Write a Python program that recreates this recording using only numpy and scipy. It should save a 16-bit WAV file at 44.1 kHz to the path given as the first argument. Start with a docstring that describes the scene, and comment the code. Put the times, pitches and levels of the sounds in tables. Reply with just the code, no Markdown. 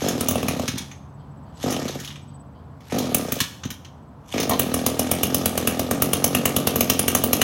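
"""Between a stone wall and an open garage, a two-stroke string trimmer is pull-started on the ground.
Three pulls spin it up, it pops a few times and runs down with clacks of the starter; on the fourth it catches.
It idles unevenly: every turn puffs through muffler modes, only about every fifth fires with a sharp noise crack.
Cord and metal are coloured noise under envelopes; behind are rumble, a droning motor, an insect and a bird."""
import sys
import numpy as np
from scipy import signal
from scipy.fft import rfft, irfft, next_fast_len
from scipy.io import wavfile

SR = 44100
rng = np.random.default_rng(int(sys.argv[2]) if len(sys.argv) > 2 else 0)


def wrap_up_sound(samples):
    """Save the sound to the file named by the first command line argument, as 16-bit audio."""
    columns = np.atleast_2d(samples).T
    # keep every value between -1 and 1, then stretch to whole-number steps
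    tamed = np.clip(columns, -1, 1)
    steps = np.round(tamed * 32767).astype(np.int16)
    wavfile.write(sys.argv[1], SR, steps)


N = 327663
TIME = np.arange(N) / SR


def from_db(db):
    """Decibels to gain."""
    return 10 ** (np.asarray(db) / 20)


def rms_one(x):
    """Scale to rms 1."""
    return x / np.sqrt(np.mean(x ** 2) + 1e-20)


def in_time(rows):
    """Each column of a curve at every sample, the first column being seconds."""
    s, *columns = np.transpose(rows)
    return [np.interp(TIME, s, c) for c in columns]


def cut(x, hz, kind, order=2):
    """Butterworth low- or high-pass."""
    sos = signal.butter(order, min(hz, .45 * SR), kind, fs=SR, output="sos")
    return signal.sosfilt(sos, x + 1e-18)


def drift(per_s):
    """Straight lines between standard normal draws; holds still after 2000 draws."""
    return np.interp(TIME * per_s, np.arange(2000), rng.standard_normal(2000))


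def noise(spectrum):
    """Noise of a given colour, rms 1, falling steeply below its first point."""
    hz, db = np.transpose(spectrum)
    size = next_fast_len(N)
    f = np.maximum(np.arange(size // 2 + 1) * SR / size, 1)
    gain = from_db(np.interp(np.log(f), np.log(hz), db)) * np.minimum(f / hz[0], 1) ** 2
    white = rng.standard_normal(size)
    return rms_one(irfft(rfft(white) * gain, size)[:N])


def shifting(x, db, per_s, count=12):
    """The colour changes from moment to moment: each band has a drifting gain of its own; rms 1."""
    size = next_fast_len(N)
    spectrum = rfft(x, size)
    f = np.arange(len(spectrum)) * SR / size
    centres_hz = np.linspace(np.sqrt(1000), np.sqrt(15000), count) ** 2
    place = np.interp(f, centres_hz, np.arange(count))
    out = np.zeros(N)
    for k in range(count):
        band = irfft(spectrum * np.maximum(1 - abs(place - k), 0), size)[:N]
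        out += band * from_db(db * drift(per_s))
    return rms_one(out)


def clicks(times, gains):
    """One impulse at each time."""
    return np.bincount(np.maximum(np.asarray(times) * SR, 0).astype(int), gains, N)[:N]


def ring(x, modes):
    """Parallel modes of alternating sign; a unit click rings each at its own level."""
    out = np.zeros(N)
    for k, (hz, db, t60) in enumerate(modes):
        radius = np.exp(-np.log(1000) / (t60 * SR))
        w = 2 * np.pi * hz / SR
        poles = [1, -2 * radius * np.cos(w), radius * radius]
        out += (-1) ** k * from_db(db) * signal.lfilter([.5, 0, -.5], poles, x + 1e-18)
    return out


def bursts(times, db, rise_s, fall_s):
    """An envelope that swells and dies away at each time."""
    out = np.zeros(N + SR)
    t = TIME[:SR // 5]
    for s, gain, rise, fall in np.broadcast(times, from_db(db), rise_s, fall_s):
        at = max(int(s * SR), 0)
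        swell = np.minimum(t / rise, 1) ** 2
        out[at:at + len(t)] += gain * swell * np.exp(-np.maximum(t - rise, 0) / fall)
    return out[:N]


def ticking(per_s, db, spread_db, fall_s):
    """Envelope of tiny metal ticks at uneven times and strengths."""
    chance = rng.random((2000, 2))
    s = np.cumsum(2 * chance[:, 0]) / per_s
    heard = s < TIME[-1]
    return bursts(s[heard], db - spread_db * chance[heard, 1], rise_s=0.00023, fall_s=fall_s)


# Distant rumble. Each row: frequency in Hz, relative density in dB per Hz.
AIR_SPECTRUM = [(30, -44), (50, -16), (82, -2.5), (110, -8.5), (140, -3.5), (175, -10), (260, -12.5),
                (370, -22.5), (560, -21), (1020, -21), (2100, -42), (4600, -51), (7000, -56.5),
                (16000, -61)]


def rumble(level_db=-42.5):
    """Low-weighted air noise of slightly drifting level."""
    return from_db(level_db + drift(4.0)) * noise(AIR_SPECTRUM)


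# Far motor, fading. Each row: time in seconds, level of the fundamental in dB before its drift.
DRONE_LEVEL = [(0, -40), (1.4, -43), (2.2, -41), (2.7, -44), (2.85, -65)]


def far_motor(drone_hz=140.5):
    """Partials at 1, 1.5 and 2 times a wavering pitch."""
    half_turn = np.pi * np.cumsum(drone_hz * (1 + .012 * drift(14))) / SR
    partials = np.sin(2 * half_turn) + .35 * np.sin(3 * half_turn) + .25 * np.sin(4 * half_turn)
    return from_db(in_time(DRONE_LEVEL)[0] + 2 * drift(9)) * partials


# Insect in the hedge. Each row: time in seconds, mid-chirp pitch in Hz, chirp peak in dB, both before drift.
INSECT_TRACK = [(0, 7900, -72), (1.5, 7780, -67.5), (2.15, 8000, -58), (2.4, 8080, -56),
                (2.46, 7800, -73.5)]


def insect(chirps_per_s=17, glide_hz=60, uneven_db=4):
    """A sine pulsed into chirps that each sag in pitch."""
    hz, db = in_time(INSECT_TRACK)
    phase = np.cumsum(chirps_per_s + drift(4.2)) / SR % 1
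    pitch_hz = hz + glide_hz * (1 - 2 * phase) + 70 * drift(900)
    tone = np.sin(2 * np.pi * np.cumsum(pitch_hz) / SR)
    return from_db(db + uneven_db * drift(16)) * np.sin(np.pi * phase) ** 4 * tone


# Two blurred notes of a far bird. Each row: frequency in Hz, relative density in dB per Hz.
BIRD_SPECTRUM = [(2600, -25), (3100, 3), (3800, -12), (4700, -2), (5400, -25), (9000, -50)]
# Bird calls. Each entry: start in seconds.
BIRD_START_S = [1.17, 1.44, 2.27, 2.53]


def bird(level_db=-66):
    """Noise in two bands, swelling and dying at each call."""
    return noise(BIRD_SPECTRUM) * bursts(BIRD_START_S, level_db, rise_s=.03, fall_s=.075)


# Reflections off ground, wall and garage. Each row: delay in ms, level in dB.
REFLECTIONS = [(1.7, -14.5), (6.6, -16), (12.6, -18), (19.5, -15.5), (24, -17), (35.5, -13)]


def yard(x, tail_db=-8, t60_s=0.52, tail_low_hz=330, tail_high_hz=9000, build_s=0.004):
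    """A few hard reflections, then the diffuse ring of the garage."""
    out = x.copy()
    for ms, db in REFLECTIONS:
        out += from_db(db) * np.interp(TIME - ms / 1000, TIME, x, left=0)
    t = TIME[:SR]
    decay = np.exp(-np.log(1000) * t / t60_s)
    tail = rng.standard_normal(SR) * decay * np.minimum(t / build_s, 1) ** 2
    tail = cut(tail / np.linalg.norm(tail), tail_low_hz, "high", order=1)
    tail = cut(tail, tail_high_hz, "low", order=1)
    return out + from_db(tail_db) * signal.fftconvolve(x, tail)[:N]


# Pulls of the cord. Each row: first stroke in seconds, last stroke in seconds, cord wound back in seconds,
# top speed in turns/s, drag in turns/s per s, rasp in dB before the cord gain.
CORD_PULLS = [(0.0176, 0.633, .79, 53.6, 150, -35.5), (1.638, 1.953, 2.05, 51.5, 149, -36.5),
              (2.921, 3.364, 3.44, 55.1, 119, -38), (4.339, 7.44, 4.42, 55, 115.5, -38.5)]


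def since_pull(grip_s=.05):
    """At every sample: seconds since the first stroke of the current pull, and that pull's row."""
    pulls = np.array(CORD_PULLS)
    index = np.searchsorted(pulls[:, 0] - grip_s, TIME) - 1
    current = pulls[np.maximum(index, 0)]
    return np.maximum(TIME - current[:, 0], 0), current


# Firings of the charge. Each row: time in seconds, hiss in dB, bark in dB, both before the gains in cracks().
FIRED = [(0.2086, -12, -26.5), (0.2855, -7.5, -25), (0.31, -14, -37), (.3552, -23, -37), (.4289, -26, -33),
         (.484, -16.5, -28.5), (.5953, -30, -37), (3.1461, -4, -25.5), (3.3212, -11.5, -27),
         (4.4949, -8.5, -27.5), (4.595, -3.5, -24), (4.741, -7.5, -24.5), (4.8635, -7.5, -22),
         (4.993, -7, -25), (5.1141, -5, -25), (5.2324, -3.5, -24.5), (5.3451, -4, -27), (5.4581, -3.5, -24),
         (5.5764, -9.5, -24), (5.673, -6.5, -21.5), (5.794, -11.5, -30), (5.911, -8, -25.5),
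         (6.0212, -2.5, -21.5), (6.1327, -8, -24), (6.2423, -2, -24.5), (6.349, -6, -21.5),
         (6.4554, -3.5, -21), (6.564, -5.5, -22.5), (6.6715, -7.5, -21), (6.7582, -7.5, -29.5),
         (6.8076, -4, -24.5), (6.8989, -5, -18.5), (6.993, -4, -25.5), (7.0807, -3, -20), (7.1499, -3, -22),
         (7.2384, -4, -30), (7.3311, -4, -22.5), (7.416, -4, -18)]
# Wandering idle speed. Each row: time in seconds, speed in turns/s.
IDLE_SPEED = [(4.74, 41.8), (4.9, 40), (5.2, 43.2), (5.8, 41.3), (6.4, 45.6), (6.9, 42), (7.43, 41.3)]
IDLE_FROM_S = 4.73


def crank_speed(tug_s=.043, tug_turns_per_s=10.43, kick_turns_per_s=9.1, stall_turns_per_s=14.7):
    """Turns/s: the tug spins the crank up, drag slows it, firings kick it on until it idles."""
    age, pull = since_pull()
    first, _, _, top, drag, _ = pull.T
    fired = np.sort(np.array(FIRED)[:, 0])
    kicks = np.searchsorted(fired, TIME) - np.searchsorted(fired, first)
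    speed = top - tug_turns_per_s * np.maximum(1 - age / tug_s, 0)
    speed += kick_turns_per_s * kicks - drag * np.maximum(age - tug_s, 0)
    return np.where(TIME < IDLE_FROM_S, np.maximum(speed, stall_turns_per_s), in_time(IDLE_SPEED)[0])


def stroke_times(speed, surge=0.054, jitter_s=0.0003):
    """Whole turns fit between firings; at idle each firing kicks the crank, which then slows."""
    angle = np.cumsum(speed) / SR
    fired = np.array(FIRED)[:, 0]
    out = []
    for first, last, *_ in CORD_PULLS:
        marks = np.r_[first, fired[(fired > first) & (fired < last)], last]
        for a, b in zip(marks, marks[1:]):
            start, end = np.interp([a, b], TIME, angle)
            part = np.linspace(0, 1, max(round(end - start), 1), endpoint=False)
            idling = a > IDLE_FROM_S
            surged = part - idling * surge * part * (1 - part)
            out.extend(np.interp(start + (end - start) * surged, angle, TIME))
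        out.append(last)
    return np.array(out) + jitter_s * rng.standard_normal(len(out))


def cord_level(take_up_s=0.0036, take_up_db_per_s=290, draw_s=.16, rewind_db=-42.5, fade_db_per_s=150):
    """Gain of the running cord: it swells into each pull, eases to the rewind and dies away."""
    out = np.zeros(N)
    for first, _, wound, _, _, db in CORD_PULLS:
        held = np.interp(TIME, [first, first + draw_s / 2, first + draw_s], [db, db, rewind_db])
        take_up = take_up_db_per_s * np.maximum(first - take_up_s - TIME, 0)
        fade = fade_db_per_s * np.maximum(TIME - wound, 0)
        out += from_db(held - take_up - fade)
    return out


# Cord rasp and piston metal. Each row: frequency in Hz, relative density in dB per Hz.
RASP_SPECTRUM = [(530, -31.5), (900, 7), (1040, -14.5), (1230, -3), (2040, -2.5), (3470, -0.5), (4740, -5),
                 (6330, -3.5), (8150, -12), (10200, -17.5), (11300, -8), (16000, -31.5)]


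def cord(cord_db=-2.5, grain_db=4.0, colour_db=3.5):
    """The cord rasps through its eyelet and the ratchet ticks."""
    ratchet = ticking(per_s=90, db=10, spread_db=10.5, fall_s=.001)
    grains = from_db(cord_db + grain_db * drift(240))
    return shifting(noise(RASP_SPECTRUM), colour_db, 25) * cord_level() * (grains + ratchet)


# Clacks of the starter pawls and of the piston rocking back.
# Each row: start in seconds, bright part in dB, dull part in dB, both before the gains below.
CLACK_HITS = [(.0204, -31, -32), (.0828, -15.5, -30), (.6772, -18.5, -19.5), (0.7793, -19.5, -29.5),
              (0.912, -45, -38.5), (1.704, -20, -34), (1.723, -22, -27), (1.8783, -27, -31),
              (1.9984, -29, -44), (2.045, -29, -38), (2.0737, -34, -38), (2.102, -51, -35.5),
              (2.155, -53, -40), (2.804, -50, -49.5), (2.983, -16, -31), (3.385, -29.5, -35.5),
              (3.4016, -9.5, -19.5), (3.633, -52, -30.5), (3.65, -36, -40), (3.702, -23.5, -30),
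              (3.8458, -49, -35), (4.338, -43, -31.5), (4.378, -32, -24.5), (4.399, -15.5, -33),
              (4.428, -20.5, -30), (4.508, -24, -27), (4.532, -30, -28)]
# Clacking metal. Each row: frequency in Hz, relative density in dB per Hz.
CLACK_SPECTRUM = [(530, -35), (900, -6.5), (1200, -5), (1970, -3), (3260, -1), (3590, -3), (3860, -2),
                  (4800, -7.5), (6330, 1.5), (7960, -16.5), (9310, -11), (15100, -13.5), (16000, -9.5)]


def clacks(bright_db=-5, dull_db=-1, rise_s=0.0028, fall_s=0.01, colour_db=3.5):
    """Short rattles of metal noise, the bright and dull parts levelled apart."""
    s, bright, dull = np.transpose(CLACK_HITS)
    metal = shifting(noise(CLACK_SPECTRUM), colour_db, 14)
    high = rms_one(cut(metal, 5000, "high")) * bursts(s, bright + bright_db, rise_s, fall_s)
    low = rms_one(cut(metal, 4200, "low")) * bursts(s, dull + dull_db, rise_s, fall_s)
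    return high - low


# Piston and clutch clatter at idle. Each row: time in seconds, level in dB before gain and grain.
CLATTER_LEVEL = [(4.3, -100), (4.6, -44.5), (5.8, -47.5), (6.4, -52), (7.43, -49)]


def piston(strokes, slap_db=-39, clatter_db=-2.0, colour_db=3.5):
    """Each turn brings a slap of metal, over a grainy clatter."""
    slap = bursts(strokes, slap_db + 3 * rng.standard_normal(len(strokes)), rise_s=0.0034, fall_s=0.0073)
    grains = from_db(3.9 * drift(200)) + ticking(per_s=78, db=12.5, spread_db=12, fall_s=.0015)
    clatter = from_db(in_time(CLATTER_LEVEL)[0] + clatter_db) * grains
    return shifting(noise(RASP_SPECTRUM), colour_db, 40) * (slap + clatter)


# Knocks as the engine coughs and catches. Each row: time in seconds, click level in dB before the low-pass.
KNOCK_HITS = [(4.497, -28), (4.508, -15.5), (4.52, -11.5), (4.53, -31)]
# Housing modes. Each row: frequency in Hz, level in dB, t60 in seconds.
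HOUSING_MODES = [(699.4, -1, 0.035), (884, -4, 0.036), (1030, -4.5, 0.065), (1390, -17, 0.023),
                 (1800, -15, .03), (2230, -14, .03)]


def housing_knocks():
    """Softened clicks ring the housing as the engine catches."""
    s, db = np.transpose(KNOCK_HITS)
    return ring(cut(clicks(s, from_db(db)), 2500, "low"), HOUSING_MODES)


# Cooling fins and muffler shell. Each row: frequency in Hz, level in dB before the coupling,
# t60 in seconds before the cap.
FIN_MODES = [(1850, -7, 0.048), (2450, -14, 0.009), (3240, -7, 0.084), (3710, 6.5, 0.11), (5280, -5, 0.076),
             (6440, 6, 0.076), (6400, -29, 0.021), (6740, 4.5, 0.18), (9490, -7, .04), (10000, 4.5, 0.086),
             (12300, 4, .05), (15100, -4, 0.053)]


def fins(sharp, coupling_db=-47, longest_t60_s=.075, vary_db=2):
    """Sharp sounds wake the metal's short-lived modes in a drifting mix."""
    out = np.zeros(N)
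    for k, (hz, db, t60) in enumerate(FIN_MODES):
        mode = ring(sharp, [(hz, db, min(t60, longest_t60_s))])
        out += (-1) ** k * mode * from_db(vary_db * drift(12))
    return from_db(coupling_db) * out


# Gulps of air as the piston rocks to rest. Each row: time in seconds, click level in dB before low-passes.
GULP_HITS = [(.68, 11), (.733, 8.5), (.752, 7.5), (0.798, 4.5), (2.005, 0), (3.407, 11), (3.65, 11.5),
             (3.707, 0)]
# Muffler and air box as turns puff through. Each row: frequency in Hz, level in dB, t60 in seconds.
PUFF_MODES = [(82.8, -34.5, 0.06), (132.6, -32.5, 0.1), (184, -33.5, 0.15), (237.7, -24.5, 0.077),
              (274.2, -27, 0.15), (351.9, -31.5, 0.18), (455, -22, 0.026), (536, -19.5, 0.016),
              (763, -24.5, 0.016), (1242, -37.5, 0.043)]
# The same cavities under a burning charge. Each row: frequency in Hz, level in dB, t60 in seconds.
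THUMP_MODES = [(78, 3, 0.096), (131.3, -4.5, 0.036), (186, -1.5, 0.0825), (241, 4.5, 0.082),
               (259, -7, 0.027), (500, 19, 0.011), (725, 18, 0.0094), (1146, 5.5, 0.029), (1560, 1, 0.0085)]
USUAL_TURNS_PER_S = 42


def puffs(strokes, speed, uneven_db=0.5, puff_db=29, puff_hz=1200, rush_db=-6):
    """Every turn lets out a puff and a rush of gas, harder when fast and in the first strokes of a pull."""
    fresh_db = 4 * np.exp(-since_pull()[0] / 0.093)
    flow_db = -27 + 0.0644 * (speed - USUAL_TURNS_PER_S) + fresh_db
    strength = np.interp(strokes, TIME, flow_db) + uneven_db * rng.standard_normal(len(strokes))
    gulp_s, gulp_db = np.transpose(GULP_HITS)
    pulses = clicks(strokes, from_db(strength + puff_db))
    pulses += cut(clicks(gulp_s, from_db(gulp_db)), 170, "low")
    rush = noise([(130, -8.0), (180, -1), (255, 7.0), (320, -6.0), (480, -6.0), (720, -7), (950, -21.0),
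                  (1230, -11.5), (1600, -22.0), (6000, -37)])
    rush *= bursts(strokes, strength + rush_db, rise_s=0.0029, fall_s=0.018)
    return ring(cut(pulses, puff_hz, "low"), PUFF_MODES) + rush


def thumps(speed, thump_db=-10, thump_hz=1900, lag_s=0.00068, boom_db=-10, boom_db_per_turn_per_s=.35):
    """A firing thumps the cavities and booms on in the wall corner, both harder with crank speed."""
    s = np.array(FIRED)[:, 0]
    faster = speed[(s * SR).astype(int)] - USUAL_TURNS_PER_S
    db = -17 + 0.27 * faster
    pulses = clicks(s + lag_s, from_db(db + thump_db))
    boom = noise([(130, -11), (190, 1.5), (215, 5), (255, 6.5), (320, -9.0), (450, -5.5), (900, -35.0),
                  (3000, -56.5)])
    boom *= bursts(s, db + boom_db + boom_db_per_turn_per_s * faster, rise_s=0.017, fall_s=0.043)
    return ring(cut(pulses, thump_hz, "low"), THUMP_MODES) + boom


def exhaust(strokes, speed):
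    """Puffs of every turn and thumps of every firing, without the deepest bass."""
    return cut(puffs(strokes, speed) + thumps(speed), 53, "high")


# Gas crack. Each row: frequency in Hz, relative density in dB per Hz.
CRACK_SPECTRUM = [(1200, -9), (1700, -11), (2000, -9), (2900, -1), (3900, -9), (4800, -10.5), (6300, -0.5),
                  (7700, -8), (9400, -2.5), (11200, -0.5), (12800, -3.5), (14800, -4), (16000, 0)]


def cracks(hiss_db=-4, bark_db=4, lead_s=0.0019, grain_db=2, colour_db=3.0, after_db=-17):
    """Hot gas tears out of the port for a few milliseconds at each firing, over a softer, longer tail."""
    s, hiss, bark = np.transpose(FIRED)
    gas = shifting(noise(CRACK_SPECTRUM), colour_db, 14)
    top = rms_one(cut(gas, 7870, "high"))
    top *= bursts(s - lead_s, hiss + hiss_db, rise_s=0.0026, fall_s=0.0047)
    swell = bursts(s - lead_s, bark + bark_db, rise_s=0.0033, fall_s=0.0036)
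    swell += bursts(s - 3 * lead_s, bark + bark_db + after_db, rise_s=0.00086, fall_s=0.055)
    low = rms_one(cut(gas, 4900, "low")) * swell
    return (top - low) * from_db(grain_db * drift(500))


def scene():
    """The engine in its yard; all sharp sounds set its metal ringing."""
    background = rumble() + far_motor() + insect() + bird()
    speed = crank_speed()
    strokes = stroke_times(speed)
    sharp = cord() + clacks() + piston(strokes) + cracks()
    engine = exhaust(strokes, speed) + sharp + fins(sharp) + housing_knocks()
    return (yard(engine) + background)[None]


def record(dry, cutoff_hz=15900):
    """Peaks clip at full scale, then a steep low-pass cuts the top."""
    low_pass = signal.ellip(10, .2, 70, cutoff_hz, fs=SR, output="sos")
    return signal.sosfilt(low_pass, np.clip(dry, -1, 1))


dry = scene()
out = record(dry)
wrap_up_sound(out)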